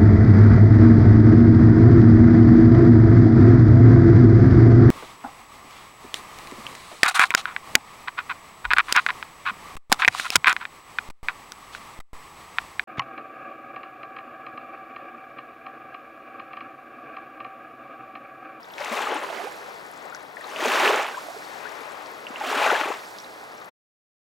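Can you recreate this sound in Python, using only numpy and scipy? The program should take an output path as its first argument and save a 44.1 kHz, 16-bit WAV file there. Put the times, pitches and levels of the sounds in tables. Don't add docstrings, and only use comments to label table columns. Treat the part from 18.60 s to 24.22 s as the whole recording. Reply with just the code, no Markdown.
import sys
import numpy as np
from scipy import signal
from scipy.fft import rfft, irfft
from scipy.io import wavfile
from scipy.ndimage import uniform_filter1d

SR = 44100
rng = np.random.default_rng(int(sys.argv[2]) if len(sys.argv) > 2 else 0)


def wav_record(signal):
    frames = np.transpose(np.atleast_2d(signal))
    bounded = np.clip(frames, -1, 1)
    quanta = np.round(bounded * 32767).astype(np.int16)
    wavfile.write(sys.argv[1], SR, quanta)


N = 247682
HZ = np.fft.rfftfreq(N, 1 / SR)

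# crest_s, body_db, build_s, drain_s, spray_db, left_over_right_db, slosh_db
WAVES = [(.23, -33.5, 0.084, 0.17, -13.5, 5, -27), (.37, -33, 0.15, 0.24, 0, 6, -20),
         (0.489, -28.5, 0.36, 0.28, -19, 4, -15), (.8, -36.5, 0.45, 0.2, -13.5, -8.5, -14),
         (2.082, -24.5, 0.15, 0.51, -9, 1.5, -14), (2.27, -20.5, 0.33, 0.19, -14.5, 0, -18.5),
         (2.37, -25, .15, 0.21, -17.5, -1, -26), (3.881, -29.5, 0.13, 0.27, -9.5, -0.5, -19.5),
         (4.062, -21.5, 0.26, 0.33, -15, 3, -25.5), (4.27, -35, 0.51, 0.23, -12.5, 2.5, -18.5)]
# frequency_hz, gain_db
SURGE_TONE = [(71, -76), (120, -43), (266, -10.5), (369, -5), (522, -6), (906, -1), (2510, -9),
              (4830, -19.5), (6700, -20.5), (9880, -28), (14600, -29.5), (15800, -31.5)]
# frequency_hz, likeness
SURGE_LIKENESS = [(110, .7), (200, 0.83), (380, 0.92), (1290, 0.91), (2380, .88), (4400, 0.99), (7000, 1),
                  (9800, 0.78), (12000, .45), (15000, .3)]
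# start_s, level_db, pitch_hz, left_over_right_db, rise_octaves, ring_cycles
LARGE_BUBBLES = [(0.1818, -22.5, 2280, 4, 0.11, 3.4), (.206, -27, 560, 2, 0.16, 11),
                 (0.31, -30, 228, 3.5, .03, 7.8), (0.335, -28, 940, -5, 0.37, 13),
                 (0.4683, -19.5, 1196, 2, .06, 11), (.517, -24, 358, 5, 1.42, 9.1),
                 (0.549, -34.5, 286, 5, 0.32, 13), (0.564, -36, 940, 18, 0.33, 8.3),
                 (0.634, -34, 965, 15, 0.18, 26), (.7, -28, 640, -2.5, .19, 6.9),
                 (.727, -26, 545, -3, 0.27, 4.1), (.793, -30.5, 634, -8, 0.48, 23),
                 (.833, -33.5, 347, -3, 1.2, 24.4), (.87, -29, 696, -8, .61, 11),
                 (1.456, -37.5, 719, 11, .26, 6.8), (1.5244, -35.5, 1390, 13, .09, 11),
                 (1.548, -34.5, 1430, 16, .1, 6.9), (1.7694, -29.5, 1830, 12, .1, 8.4),
                 (1.81, -35, 1800, 10, .1, 11), (1.9615, -20, 2640, 4, .12, 4.4),
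                 (2.024, -26, 333, 4, 0.18, 5.8), (2.056, -19, 433, 0, 0.12, 7.3),
                 (2.066, -29.5, 236, 1, .1, 8.2), (2.226, -25, 328, -1, 0.73, 18),
                 (2.293, -17.5, 342, -1, 1.77, 11), (2.32, -25, 343, 0, 1.5, 23.5),
                 (2.345, -30, 740, -11, 0.19, 13), (2.369, -32.5, 300, 4.5, 1.3, 11),
                 (2.394, -17.5, 616, 0, 0.16, 6.5), (2.543, -29.5, 1510, -1, .1, 24),
                 (2.571, -27, 863, 5, 0.7, 19.2), (2.684, -33.5, 630, -17, 0.21, 6.6),
                 (2.699, -35.5, 656, -8, 0.33, 14), (2.744, -39.5, 686, -13, 0.12, 11),
                 (2.764, -36.5, 413, -7, .14, 7.8), (3.0545, -32, 1480, 19, .09, 12),
                 (3.0704, -34, 1660, 13, .1, 12), (3.6681, -23.5, 2710, 1, .1, 7.3),
                 (3.702, -35, 252, 9, 0.18, 3.3), (3.759, -24.5, 2720, -.5, .1, 8.6),
                 (3.81, -22.5, 815, 2.5, 0.12, 13.5), (3.864, -27, 690, -5, .18, 17),
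                 (3.869, -35, 253, -2, 0.092, 8), (3.909, -28, 407, 3, .1, 7.4),
                 (3.94, -28, 410, 5, .09, 11), (3.955, -33, 246, 3, 0.43, 12),
                 (4.015, -16, 650, 2, 0.19, 4.2), (4.1028, -13.5, 1396, 3, .1, 9),
                 (4.119, -20.5, 311, 3, 1.45, 9.2), (4.129, -22, 610, 4, 0.54, 12.6),
                 (4.1515, -16, 1610, 2, .14, 13), (4.209, -30, 293, 4.5, 0.12, 5),
                 (4.235, -21.5, 1130, 5, 0.35, 10.7), (4.255, -28, 303, 2.5, 0.79, 5.2),
                 (4.301, -23, 324, 5.5, 1.33, 4.4), (4.309, -26.5, 588, 13, 1.41, 8.9)]
# start_s, level_db, pitch_hz, left_over_right_db, ring_cycles
SHARP_DROPS = [(.0308, -37.5, 4940, -1, 7.9), (0.044, -41.5, 3570, .5, 8.6), (.1067, -41, 2820, -1.5, 7.4),
               (.1201, -39, 12890, 5, 7), (.1371, -36, 3370, 4.5, 7.2), (.182, -31, 5290, 6, 2.2),
               (.2044, -32, 5200, 3, 8.9), (.247, -21, 6100, 2, 2), (.3524, -28, 5070, 10, 1.8),
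               (0.454, -32, 6950, .5, 6.4), (.543, -34.5, 8700, -7, 38), (.5601, -32, 6000, 0, 2),
               (1.3154, -35.5, 10500, -.5, 5.1), (1.3758, -41, 7050, .5, 6.4), (1.5482, -25, 5500, 2, 3),
               (1.761, -40, 8500, .5, 4), (1.8098, -37.5, 8140, 0, 6), (1.8425, -34, 3800, 8, 7.2),
               (1.8716, -40, 6300, 1, 7), (1.9013, -36, 6100, 0, 7), (2.06, -20.5, 6230, -1, 5.8),
               (2.36, -21.5, 6430, -1, 3.2), (2.431, -23, 6240, 2, 2), (3.2081, -38, 10700, 1, 6.3),
               (3.3199, -30, 5960, 2, 1.1), (3.4605, -33.5, 4700, 2.5, 4.3), (3.5144, -40, 11600, 1, 7),
               (3.6915, -40, 7240, 4, 5.2), (3.8003, -28, 4950, 0, 1.7), (4.2125, -12.5, 1910, 12, 1.5),
               (4.586, -24.5, 4470, -1, 2.4), (4.5994, -37, 5500, -1, 22), (4.6453, -37, 3800, -5, 10),
               (5.0579, -43, 11400, 5, 7.8)]
# time_s, body_db, spray_db, left_over_right_db
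LAPPING_SWELL = [(0, -46.5, -24.5, 4), (.3, -40.5, -10, 4), (.9, -40.5, -12, -2.5), (1.09, -40, -17, 5.5),
                 (1.3, -43.5, -15, 5), (1.47, -41.5, -19.5, 8), (1.749, -44.5, -18, 5.5),
                 (1.9, -38, -13, 6), (2.6, -40.5, -8.5, 0), (2.75, -41, -10.5, -1.5), (2.9, -40, -11, 7.5),
                 (3.1, -38.5, -15.5, 10), (3.64, -41, -16, 4.5), (3.78, -37, -18.5, 0),
                 (4.46, -42.5, -9, -1), (4.91, -42, -16.5, 1), (5.02, -42, -19.5, 4.5),
                 (5.08, -44.5, -20, 4)]
# frequency_hz, gain_db
LAPPING_TONE = [(71, -27.5), (120, -17), (144, -19.5), (221, -18.5), (289, -5), (481, -4), (578, -2.5),
                (802, -1), (1970, -6), (2900, -16.5), (4930, -13), (15800, -24)]
# frequency_hz, likeness
LAPPING_LIKENESS = [(60, .7), (140, 0.85), (330, 0.76), (770, 0.3), (1800, 1), (3000, 0.053), (4200, 0.96),
                    (6400, 0.98), (9800, 0.52), (15000, 0.66)]
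# frequency_hz, gain_db
RUMBLE_TONE = [(12, -61), (20, -23.5), (97, -9), (119, -7.5), (150, -3.5), (221, -1.5), (260, 2),
               (340, -30), (570, -120)]

FLANK_DB, FLANK_POWER = 22.5, 1.61
CHURN_DB, CHURN_HZ = 1.22, 36
ALL_FAR_DB, ALL_NEAR_DB = -41.5, -32
SLOSH_BELOW_HZ, SPRAY_ABOVE_HZ = 450, 3200
FULL_SURGE_DB, DULLING_DB_PER_DB = -14, .25
LAPPING_SLOSH_DB = -14.5
SCATTER_DB, SCATTER_T60_S = -5.5, .05
CUT_S, FADE_S = 5.092, .04


def water():
    body_db, spray_db, pan_db, slosh_db = water_motion()
    nearness = np.clip((body_db - ALL_FAR_DB) / (ALL_NEAR_DB - ALL_FAR_DB), 0, 1)
    body, spray, slosh = (np.sqrt(nearness) * near + np.sqrt(1 - nearness) * far
                          for near, far in zip(surge(body_db), lapping()))
    lows = gain_of(body_db) * (body + gain_of(slosh_db) * slosh)
    highs = gain_of(body_db + spray_db) * spray + trickle(body_db)
    return panned(pan_db) * lows + panned(.3 * pan_db) * highs


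def water_motion():
    t = np.arange(N) / SR
    times_s, *columns = np.transpose(LAPPING_SWELL)
    far = [np.interp(t, times_s, column) for column in columns] + [np.full(N, LAPPING_SLOSH_DB)]
    curves = np.array([far] + [wave_curves(t, *wave) for wave in WAVES])
    heave = filtered(rng.standard_normal(N), CHURN_HZ, "low", order=2)
    curves[1:, 0] += CHURN_DB * unit_rms(heave)
    power = gain_of(curves[:, 0]) ** 2
    total = power.sum(0)
    spray_db, pan_db, slosh_db = ((power * curves[:, k]).sum(0) / total for k in (1, 2, 3))
    return 10 * np.log10(total), spray_db, pan_db, slosh_db


def wave_curves(t, crest_s, body_db, build_s, drain_s, *steady_db):
    from_crest = np.where(t < crest_s, (crest_s - t) / build_s, (t - crest_s) / drain_s)
    return [body_db - FLANK_DB * from_crest ** FLANK_POWER] + [np.full(N, db) for db in steady_db]


def surge(body_db):
    bubbles = swarm(density=3500, spread_db=3.5, cycles=9.47, octaves=0.612)
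    body, spray, slosh = water_bands(bubbles, SURGE_TONE, SURGE_LIKENESS, bubbly=0.84, left_lead_s=0)
    treble = filtered(body, 3900, "high", order=1)
    treble_gain = gain_of(DULLING_DB_PER_DB * (body_db - FULL_SURGE_DB))
    return body + (treble_gain - 1) * treble, spray, slosh


def water_bands(bubbles, tone, likeness, bubbly, left_lead_s):
    hiss = rng.standard_normal((3, len(HZ), 2)) @ [1, 1j] / np.sqrt(2)
    swarms = rfft([np.roll(bubbles, k * N // 3) for k in range(3)])
    swarms /= np.sqrt(uniform_filter1d(abs(swarms) ** 2, size=1500) + 1e-12)
    bubble_share = np.clip(bubbly / (1 + HZ / 9000), 0, 1)
    shared, *sides = np.sqrt(bubble_share) * swarms + np.sqrt(1 - bubble_share) * hiss
    delay = np.exp(-2j * np.pi * HZ * left_lead_s * (HZ < SPRAY_ABOVE_HZ))
    alike = np.clip(across_spectrum(likeness), 0, 1)
    stereo = np.sqrt(alike) * np.array([shared, shared * delay]) + np.sqrt(1 - alike) * np.array(sides)
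    stereo *= gain_of(across_spectrum(tone))
    spray = 1 - 1 / (1 + (HZ / SPRAY_ABOVE_HZ) ** 8)
    slosh = 1 / (1 + (HZ / SLOSH_BELOW_HZ) ** 8)
    body = np.maximum(1 - spray - slosh, 0)
    return [unit_rms(irfft(stereo * np.sqrt(band), N)) for band in (body, spray, slosh)]


def swarm(density, spread_db, cycles, octaves, low_hz=190, sizes=44):
    out = np.zeros(N)
    for hz in np.geomspace(low_hz, 15000, sizes):
        chance, strength = rng.random((2, N))
        births = chance < density * (hz / 1000) ** .7 / sizes / SR
        level_db = spread_db * np.minimum(-np.log(strength + 1e-9), 3.5)
        ring = bubble(hz, octaves * rng.uniform(0.36, 1.8), cycles * rng.uniform(0.43, 1.53))
        out += signal.oaconvolve(births * gain_of(level_db), ring)[:N]
    return out


def bubble(hz, octaves, cycles, attack=0.098):
    age = np.arange(int(2 * cycles / hz * SR) + 8) * hz / cycles / SR
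    turns = np.cumsum(hz * 2 ** (octaves * np.minimum(age, 1.3))) / SR
    envelope = (1 - np.exp(-age / attack)) * np.exp(-2.5 * age ** 2)
    return envelope / envelope.max() * np.sin(2 * np.pi * turns)


def pops():
    out = np.zeros((2, N))
    for start_s, db, hz, pan_db, octaves, cycles in LARGE_BUBBLES:
        place(out, start_s, db, pan_db, bubble(hz, octaves, cycles))
    for start_s, db, hz, pan_db, cycles in SHARP_DROPS:
        place(out, start_s, db, pan_db, bubble(hz, 0.089, cycles, attack=.3))
    return filtered(out, 200, "high", order=4)


def scattered(sound):
    t = np.arange(4000) / SR
    cloud = rng.standard_normal((2, len(t))) * gain_of(-60 * t / SCATTER_T60_S) * (t > .002)
    cloud /= np.linalg.norm(cloud, axis=1, keepdims=True)
    reflections = signal.oaconvolve(filtered(sound, 820, "high", order=2), cloud, axes=1)[:, :N]
    return sound + gain_of(SCATTER_DB) * reflections


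def trickle(body_db):
    ticks = swarm(density=68, spread_db=4.0, cycles=7.9, octaves=0.16, low_hz=3520, sizes=16)
    level_db = -61 + .75 * (body_db - ALL_FAR_DB)
    return gain_of(level_db) * unit_rms(filtered(ticks, 7000, "low", order=1))


def lapping():
    bubbles = swarm(density=700, spread_db=3.5, cycles=11.46, octaves=0.438)
    return water_bands(bubbles, LAPPING_TONE, LAPPING_LIKENESS, bubbly=0.24, left_lead_s=0.00018)


def thin_hiss(level_db=-63.5, above_hz=10500):
    spectrum = rfft(rng.standard_normal((2, N))) / np.sqrt(1 + (above_hz / (HZ + 1)) ** 6)
    return gain_of(level_db) * unit_rms(irfft(spectrum, N))


def harbour_rumble(level_db=-61, below_hz=260):
    shared, left, right = rng.standard_normal((3, N))
    noise = shared + 0.57 * np.array([left, right])
    spectrum = rfft(noise) * gain_of(across_spectrum(RUMBLE_TONE)) * (HZ < below_hz)
    return gain_of(level_db) * unit_rms(irfft(spectrum, N))


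def gain_of(db):
    return 10 ** (np.asarray(db) / 20)


def unit_rms(x):
    return x / np.sqrt(np.mean(x ** 2) + 1e-20)


def across_spectrum(points):
    hz, value = np.transpose(points)
    return np.interp(np.log(HZ + 1), np.log(hz + 1), value)


def panned(db):
    return gain_of(np.array([db / 2, -db / 2]))


def place(mix, start_s, db, pan_db, sound):
    part = mix[:, round(start_s * SR):][:, :len(sound)]
    part += gain_of(db) * panned(pan_db)[:, None] * sound[:part.shape[1]]


def filtered(x, hz, kind, order):
    return signal.sosfilt(signal.butter(order, hz, kind, fs=SR, output="sos"), x)


def scene():
    return water() + scattered(pops()) + thin_hiss() + harbour_rumble()


def record(dry):
    t = np.arange(N) / SR
    fade = gain_of(-4000 * np.clip(t - CUT_S, 0, FADE_S)) * (t < CUT_S + FADE_S)
    low_pass = signal.firwin(511, 15900, window=("kaiser", 9), fs=SR)
    return signal.oaconvolve(dry * fade, low_pass[None], "same")


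dry = scene()
out = record(dry)
wav_record(out)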